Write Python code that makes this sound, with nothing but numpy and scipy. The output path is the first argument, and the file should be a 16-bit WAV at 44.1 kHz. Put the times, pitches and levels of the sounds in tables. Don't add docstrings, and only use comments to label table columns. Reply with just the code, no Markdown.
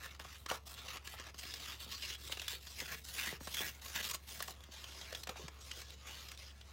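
import sys
import numpy as np
from scipy import signal
from scipy.fft import rfft, irfft, next_fast_len
from scipy.io import wavfile
from scipy.ndimage import uniform_filter1d

SR = 44100
rng = np.random.default_rng(int(sys.argv[2]) if len(sys.argv) > 2 else 0)


def log_audio(samples):
    frames = np.atleast_2d(samples).T
    limited = np.clip(frames, -1, 1)
    pcm = np.round(limited * 32767).astype(np.int16)
    wavfile.write(sys.argv[1], SR, pcm)


N = 296352
TIME = np.arange(N) / SR

# low_hz, high_hz, bands [count]
REGISTERS = [(130, 1400, 12), (1400, 7000, 12), (7000, 17000, 8)]

# [relative, per Hz]
SHORT_STRIP = [(150, -9.5), (320, -13.5), (800, -11), (1150, -7), (2800, -2.5), (4500, -2.5), (7000, -2.5),
               (9500, -5), (15000, -4.5)]
LONG_STRIP = [(150, -8), (320, -9), (800, -11), (1300, -4), (3700, 0), (5500, -2.5), (7000, -4),
              (9500, -9.5), (15000, -7)]
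SHEET_END = [(150, 0), (320, -6), (900, -4), (1700, -2.5), (3500, -4.5), (4800, -4.5), (6500, -2),
             (9000, -5), (15000, -2.5)]
SLIDING = [(150, -13), (280, -12), (450, -6.5), (800, -8.5), (1500, -4), (4200, -4.5), (6800, -3),
           (9000, -7), (15000, -8.5)]
# start_s, colour [one of the above], breaks_per_s, size_spread_db,
# stick_slip_db, resonance_db [height of the bent paper's resonance before each register is levelled]
GRIPS = [(0, SHORT_STRIP, 1940, 3.5, 2.5, 8), (1.34, LONG_STRIP, 1640, 3.5, 0.6, 5.5),
         (2.62, SHEET_END, 1800, 4, 0.7, 7), (4.559, SLIDING, 2830, 3, 1.4, 5.5)]


def tearing(octaves, patchy_db):
    register_gains, bend_log2_hz = hand_work()
    starts, spectra, *settings = zip(*GRIPS)
    grip = np.searchsorted(starts[1:], TIME)
    breaks_per_s, spread_db, uneven_db, resonance_db = [np.array(column)[grip] for column in settings]
    slips = from_db(uneven_db * (0.21 * drift(70) + 0.34 * drift(300)))
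    lips = [slips * fibres(breaks_per_s, spread_db, ring_t60=0.019, ring_db=1.5, patches_per_s=22)
            for _ in range(2)]
    out = np.zeros(N)
    for (low, high, count), register_gain in zip(REGISTERS, register_gains):
        edges = np.geomspace(low, high, count + 1)
        sound, power = 0, 0
        for k, (bottom, top) in enumerate(zip(edges, edges[1:])):
            centre_hz = np.sqrt(bottom * top)
            colour_db = np.array([at_hz(spectrum, centre_hz) for spectrum in spectra])[grip]
            patches_db = patchy_db * drift(30)
            distance = (np.log2(centre_hz) - bend_log2_hz) / octaves
            bend_db = resonance_db * np.exp(-.5 * distance ** 2)
            gain = np.sqrt(top - bottom) * from_db(colour_db + patches_db + bend_db)
            band = rms_one(butter(lips[k % 2], [bottom, top], "band"))
            sound = sound + gain * band
            power = power + gain ** 2
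        out += register_gain * sound / np.sqrt(power)
    return out


def fibres(breaks_per_s, spread_db, ring_t60, ring_db, patches_per_s, count=16):
    sizes = from_db(spread_db * np.minimum(rng.exponential(1, N), 4.5))
    signs = rng.choice([-1, 1], N)
    breaks = sizes * signs * (rng.random(N) < breaks_per_s / SR)
    patch = (TIME * patches_per_s + rng.random(N)).astype(int) % count
    t = TIME[:1024]
    out = np.zeros(N)
    for k in range(count):
        ring = rng.standard_normal(len(t)) * from_db(-60 * t / ring_t60)
        ring *= from_db(ring_db) / np.linalg.norm(ring)
        ring[0] = 1
        out += signal.oaconvolve(breaks * (patch == k), ring)[:N]
    return rms_one(out)


# start_s, end_s, level_db [crackle, mid-stroke],
# swell_db [over the stroke], boom_db [re crackle], fizz_db [re crackle], resonance_hz [mid-stroke]
RIPS = [(0.761, 0.862, -54, -1, -5.5, -9.5, 2340), (0.876, 0.972, -51, 0.5, -7.5, -10.5, 2230),
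        (1.163, 1.292, -54.5, 2.5, -5.5, -13, 1980), (1.424, 1.748, -49.5, -2, -11, -8.5, 3200),
        (1.798, 1.84, -52, -3, -8, -3, 4000), (1.902, 1.952, -45, -4, -14, -9.5, 3700),
        (1.957, 2.007, -51, 1, -13, -6.5, 3550), (2.013, 2.147, -45.5, -4.5, -16, -9.5, 3400),
        (2.298, 2.328, -47.5, 5.5, -11, -4, 3100), (2.488, 2.548, -45.5, -5, -13.5, -4, 3050),
        (2.774, 2.858, -48.5, 0, -11, -4.5, 2370), (2.874, 2.944, -47.5, 2.5, -9.5, -6.5, 2150),
        (3.185, 3.311, -44.5, -7, -11.5, -4, 2220), (3.54, 3.691, -45.5, -1.5, -13, -3.5, 2660),
        (3.948, 4.005, -42.5, 0, -10, -6, 2420), (4.028, 4.071, -45.5, -2, -11, -4, 3240),
        (4.092, 4.11, -41.5, -2, -13, -3, 3500), (4.133, 4.145, -41, -1.5, -9.5, -2, 3600)]
# start_s, end_s, level_db, swell_db, boom_db, fizz_db,
# resonance_hz [all as for the rips]
RUBS = [(0, 0.02, -54.5, -4, -3, -10, 2100), (0.025, 0.062, -50, -6, -4.5, -6, 1840),
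        (0.07, 0.155, -59.5, -5, -5.5, -11.5, 2450), (0.195, 0.362, -59, 6, -7.5, -7, 2600),
        (0.375, 0.44, -68.5, 1, -6, 1, 3060), (0.488, 0.568, -50, -9, -1, -6, 1210),
        (0.662, 0.745, -55.5, -1, -5.5, -1, 4000), (0.995, 1.04, -68, 2, -3, -10, 2300),
        (1.045, 1.15, -56, -1, -6, -2.5, 2100), (1.35, 1.37, -59.5, -6, -9, -6, 4300),
        (1.382, 1.45, -53.5, -9, -14, -3.5, 4300), (1.755, 1.9, -57.5, 5, -7, -5.5, 3800),
        (2.17, 2.28, -55.5, 11, -9.5, -3, 4300), (2.285, 2.475, -54, 6.5, -15, -6.5, 3550),
        (2.555, 2.58, -56, -3, -11, -4, 2800), (2.605, 2.785, -57, 4, -14, -5, 4129),
        (2.96, 3.02, -58, -9, -18, -2, 2867), (3.04, 3.18, -51.5, 9, -14, -3, 4970),
        (3.325, 3.365, -52.5, -6, -9, -10, 1900), (3.405, 3.53, -55, 9, -13, -2.5, 3840),
        (3.695, 3.805, -61, -7, -8, -4.5, 2380), (3.818, 3.945, -52.5, -5, -10, -3.5, 4400),
        (4.16, 4.26, -71, 10, -9, -1.5, 2800), (4.273, 4.515, -54.5, -4.5, -9, -2, 3360),
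        (4.525, 4.705, -67, -2, -4, -9, 2930), (4.715, 5.16, -55, 1.5, -8.5, -9, 3140),
        (5.17, 5.23, -59.5, -7, -5, -3, 3800), (5.29, 5.345, -59, -11, -3, -8, 2400),
        (5.362, 5.465, -56, -5.5, -6, -9.5, 3520), (5.51, 5.6, -65, 2, -2.5, -10, 2440),
        (5.605, 5.76, -56.5, 1.5, -9.5, -7, 3960), (5.765, 5.822, -53, 1.5, -10.5, -6, 3770),
        (5.835, 5.94, -59, 1, -8, -12, 4000), (5.95, 6.06, -64, 9, -8, -13, 3040),
        (6.068, 6.347, -56, -6.5, -7, -8, 3370), (6.383, 6.51, -57, -7, -11.5, -11, 3050),
        (6.5, 6.72, -67, 6, -5, -9.5, 2500)]
# boom_growth_db, fizz_growth_db, resonance_glide_octaves, jerkiness_db
RIP_SHAPE = (3.5, 0.5, -0.02, 1.5)
RUB_SHAPE = (1.24, -1.3, -0.17, 1.0)
# crackle_db, boom_db, fizz_db, resonance_hz
REST = (-72.5, -81, -78, 2399)
JERKS_PER_S = 100
ATTACK_S, RELEASE_S = 0.016, 0.014


def hand_work():
    rest_db, rest_boom_db, rest_fizz_db, rest_hz = REST
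    power = from_db([[rest_boom_db], [rest_db], [rest_fizz_db]]) ** 2 * np.ones(N)
    weighted_bend = power[1] * np.log2(rest_hz)
    for strokes, shape in ((RIPS, RIP_SHAPE), (RUBS, RUB_SHAPE)):
        boom_growth_db, fizz_growth_db, glide, jerky_db = shape
        jerks = from_db(jerky_db * drift(JERKS_PER_S))
        for start, end, level_db, swell_db, boom_db, fizz_db, hz in strokes:
            near = slice(*np.searchsorted(TIME, [start - ATTACK_S, end + 10 * RELEASE_S]))
            t = TIME[near]
            progress = np.clip((t - start) / max(end - start, ATTACK_S), 0, 1) - .5
            attack = np.clip((t - start) / ATTACK_S + .5, 0, 1)
            release = np.exp(-(np.maximum(t - end, 0) / RELEASE_S) ** 2)
            level = from_db(level_db + swell_db * progress)
            crackle_power = (attack * release * jerks[near] * level) ** 2
            balance_db = [boom_db + boom_growth_db * progress,
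                          0 * t,
                          fizz_db + fizz_growth_db * progress]
            power[:, near] += crackle_power * from_db(balance_db) ** 2
            weighted_bend[near] += crackle_power * (np.log2(hz) + glide * progress)
    return np.sqrt(power), weighted_bend / power[1]


# time_s, peak_db [reference for the registers], ring_hz, boom_db [re peak],
# fizz_db [re peak], ring_s [fall by 60 dB; the fizz is scaled by fizz_ring]
SNAPS = [(0.194, -43, 1670, -11.5, -23, 0.02), (0.246, -41, 1170, -13, -27, 0.02),
         (0.461, -30, 1170, -15.5, -25, 0.017), (0.4991, -24.5, 2880, -26, -25, 0.014),
         (0.5116, -31, 1160, -7, -28, 0.041), (0.8829, -34, 2820, -20, -32, 0.021),
         (0.957, -37.5, 2900, -14, -22, 0.031), (0.9697, -33.5, 2700, -24, -26, 0.028),
         (1.0734, -31, 1700, -21, -26, 0.019), (1.197, -33.5, 1760, -16.5, -31, 0.028),
         (1.3435, -42, 4830, -13, -21, 0.019), (1.4521, -36, 4070, -16, -29.5, 0.025),
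         (1.5385, -29, 4950, -29, -20, 0.037), (2.3205, -25, 3000, -33, -33, 0.045),
         (2.3715, -32.5, 2770, -17, -28, 0.03), (2.3958, -27, 2780, -30, -32, 0.021),
         (2.4166, -30, 3400, -25, -21, 0.035), (2.4803, -24, 3470, -32, -19, 0.028),
         (2.6682, -38.5, 3340, -20, -23, 0.025), (2.8015, -25.5, 2270, -41, -24, 0.025),
         (3.271, -28.5, 1905, -17.5, -29, 0.029), (3.472, -34, 1830, -8, -19, 0.03),
         (3.5435, -26.5, 3200, -34, -15, 0.023), (3.8592, -35, 3860, -23, -21, 0.029),
         (4.4029, -29.5, 1200, -17, -30, 0.03), (4.424, -27.5, 1800, -44, -10.5, 0.025),
         (4.4806, -32, 1145, -20, -21, 0.015), (4.5062, -38.5, 4200, -19, -13, 0.025),
         (4.6048, -46, 3420, -16, -21, 0.025), (4.6365, -41.5, 3420, -32, -19, 0.025),
         (4.8409, -32.5, 3150, -22, -29, 0.019), (5.012, -35.5, 3620, -17, -25, 0.048),
         (5.1257, -33, 1690, -15, -23, 0.025), (5.1487, -28, 3500, -23.5, -25.5, 0.036),
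         (5.1724, -42, 3400, -20, -17, 0.027), (5.2341, -31.5, 4270, -30, -18.5, 0.025),
         (5.2715, -31, 2850, -24, -22, 0.025), (5.2919, -30, 3630, -11, -19.5, 0.02),
         (5.4809, -34, 1025, -14, -27, 0.028), (5.7132, -27, 2880, -31, -39, 0.026),
         (5.9038, -38.5, 3870, -27, -19, 0.025), (6.0921, -38, 2810, -18.5, -29, 0.025),
         (6.2856, -36.5, 4920, -26, -20, 0.022), (6.316, -35, 2150, -29, -18, 0.025),
         (6.3747, -39, 3440, -25.5, -23, 0.012), (6.6114, -41, 3300, -22, -29, 0.023)]
SNAP_CREST_DB = 12
SNAP_LEAD_S = 0.004


def snaps(rise_s, hold_s, crack_db, fizz_ring):
    out = np.zeros(N)
    t = TIME[:3000] - SNAP_LEAD_S
    rise = np.exp(np.minimum(t, 0) / rise_s)
    for s, peak_db, hz, boom_db, fizz_db, t60 in SNAPS:
        levels_db = (boom_db, -SNAP_CREST_DB, fizz_db)
        for (low, high, _), level_db, stretch in zip(REGISTERS, levels_db, (1, 1, fizz_ring)):
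            decay = from_db(-60 * np.maximum(t - hold_s, 0) / max(t60 * stretch, .004))
            pop = rng.standard_normal(len(t)) * decay * rise
            ring = resonance(pop, hz, width_hz=0.082 * hz)
            sound = butter(pop * from_db(crack_db) + ring, [low, high], "band", order=3)
            loudest = np.sqrt(uniform_filter1d(sound ** 2, size=128).max())
            add(out, s - SNAP_LEAD_S + rise_s, sound / loudest * from_db(peak_db + level_db))
    return out


# time_s,
# peak_db [of the chirp before its flutter], strongest_hz,
# width_octaves [to one side, standard deviation], flutter_s [fall by 60 dB]
FLAPS_AND_THUMPS = [(0.198, -37, 890, 1.92, 0.11), (0.249, -45.5, 700, 0.76, 0.027),
                    (0.512, -29.5, 780, 0.88, 0.07), (1.137, -45, 754, 0.6, 0.06),
                    (1.861, -52, 220, 1.3, 0.098), (2.295, -47, 606, 1, 0.064),
                    (2.53, -50.5, 420, 0.29, 0.16), (2.817, -44, 330, 0.99, 0.069),
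                    (3.272, -49.5, 190, .7, 0.16), (3.324, -42, 170, 1.35, 0.026),
                    (3.406, -46, 160, 1.8, 0.044), (3.473, -44, 800, 2.5, 0.11),
                    (3.602, -44, 261, 1.6, 0.22), (4.403, -37, 740, 0.49, 0.088),
                    (4.482, -43, 820, 0.34, 0.15), (4.685, -54, 298, 1.1, 0.044),
                    (5.125, -40.5, 545, 0.35, 0.036), (5.27, -46, 600, 1.2, 0.083),
                    (5.293, -44.5, 493, 0.21, 0.13), (5.357, -46, 867.8, 1, 0.044),
                    (5.392, -48, 420, 0.37, 0.31), (5.435, -49, 160, 0.5, 0.12),
                    (5.77, -51.5, 387, 0.45, 0.12)]
WAVE_TRAVEL_S = 0.0047


def flaps_and_thumps(flutter_db, size=8192):
    out = np.zeros(N)
    hz = np.fft.rfftfreq(size, 1 / SR) + 1
    t = TIME[:size]
    delay = WAVE_TRAVEL_S * (np.sqrt(1000 / np.maximum(hz, 60)) - np.sqrt(1000 / 6000))
    phase = -2 * np.pi * np.cumsum(np.maximum(delay, 0)) * SR / size
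    for s, peak_db, centre_hz, octaves, t60 in FLAPS_AND_THUMPS:
        weight = np.exp(-.5 * (np.log2(hz / centre_hz) / octaves) ** 2)
        chirp = irfft(weight * np.exp(1j * phase))
        flutter = rng.standard_normal(size) * from_db(flutter_db - 60 * t / t60)
        flutter[0] = 1
        sound = signal.fftconvolve(chirp / np.abs(chirp).max(), flutter)
        add(out, s, sound * from_db(peak_db))
    return out


# pitch_hz, width_hz, level_db [re the paper's own sound]
DESK = [(449, 7.8, -5), (700, 53, -12), (1143, 37, -5.5), (1693, 60, -2), (1960, 46, -13),
        (2810, 130, -9.5), (3670, 750, -14), (5036, 30, -1)]


def on_desk(paper):
    return paper + sum(from_db(db) * resonance(paper, hz, width) for hz, width, db in DESK)


def room(x, t60, wet_db, wall_hz):
    t = TIME[:SR // 2]
    walls = butter(rng.standard_normal(len(t)), wall_hz, "low", order=1)
    response = walls * from_db(-60 * t / t60) * (t > .005)
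    response *= from_db(wet_db) / np.linalg.norm(response)
    response[0] = 1
    return signal.oaconvolve(x, response)[:N]


# pitch_hz, level_db [rms before the waver]
HUM = [(68.8, -58), (87.9, -71), (111.5, -75)]
# [relative, per Hz]
AIR = [(22, -48.5), (35, -13), (52, 4), (100, 5.5), (160, 1), (300, -8), (550, -9), (1100, -13.5),
       (3000, -34), (8000, -38), (16000, -59)]
AIR_DB = -66.5


def hum_and_air(waver_db, wander_rad):
    hum = np.zeros(N)
    for hz, db in HUM:
        level = from_db(db + waver_db * drift(2.63)) * np.sqrt(2)
        hum += level * np.sin(2 * np.pi * hz * TIME + wander_rad * drift(1.52))
    air = rms_one(colour(rng.standard_normal(N), AIR))
    return hum + from_db(AIR_DB) * air


def from_db(db):
    return 10 ** (np.asarray(db) / 20)


def rms_one(x):
    return x / np.sqrt(np.mean(x ** 2) + 1e-20)


def drift(rate):
    knots = rng.standard_normal(8192)
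    return rms_one(np.interp(TIME * rate, np.arange(len(knots)), knots))


def butter(x, hz, kind, order=2):
    sos = signal.butter(order, np.clip(hz, 10, .45 * SR), kind, fs=SR, output="sos")
    return signal.sosfilt(sos, x)


def at_hz(points, hz):
    point_hz, point_db = np.array(points).T
    return np.interp(np.log(hz), np.log(point_hz), point_db)


def colour(x, spectrum):
    size = next_fast_len(2 * N, True) // 2 * 2
    curve_db = at_hz(spectrum, np.fft.rfftfreq(size, 1 / SR) + 1)
    cepstrum = irfft(np.log(from_db(curve_db)))[:size // 2]
    cepstrum[1:] *= 2
    response = np.exp(rfft(cepstrum, size))
    return irfft(rfft(x, size) * response)[:N]


def resonance(x, hz, width_hz):
    r = np.exp(-np.pi * width_hz / SR)
    zeros = np.array([1, 0, -1]) * (1 - r * r) / 2
    poles = [1, -2 * r * np.cos(2 * np.pi * hz / SR), r * r]
    return signal.lfilter(zeros, poles, x)


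def add(track, s, sound):
    start = max(round(s * SR), 0)
    track[start:start + len(sound)] += sound[:max(N - start, 0)]


def scene():
    paper = tearing(octaves=0.63, patchy_db=2.0)
    paper += snaps(rise_s=0.001177, hold_s=0.001, crack_db=-9.5, fizz_ring=0.77)
    paper += flaps_and_thumps(flutter_db=-25.5)
    in_room = room(on_desk(paper), t60=0.17, wet_db=-16.0, wall_hz=4000)
    return (in_room + hum_and_air(waver_db=-0.8, wander_rad=0.9))[None]


CUTOFF_HZ = 15900


def record(dry):
    sos = signal.ellip(12, .1, 80, CUTOFF_HZ, fs=SR, output="sos")
    return signal.sosfilt(sos, dry)


dry = scene()
out = record(dry)
log_audio(out)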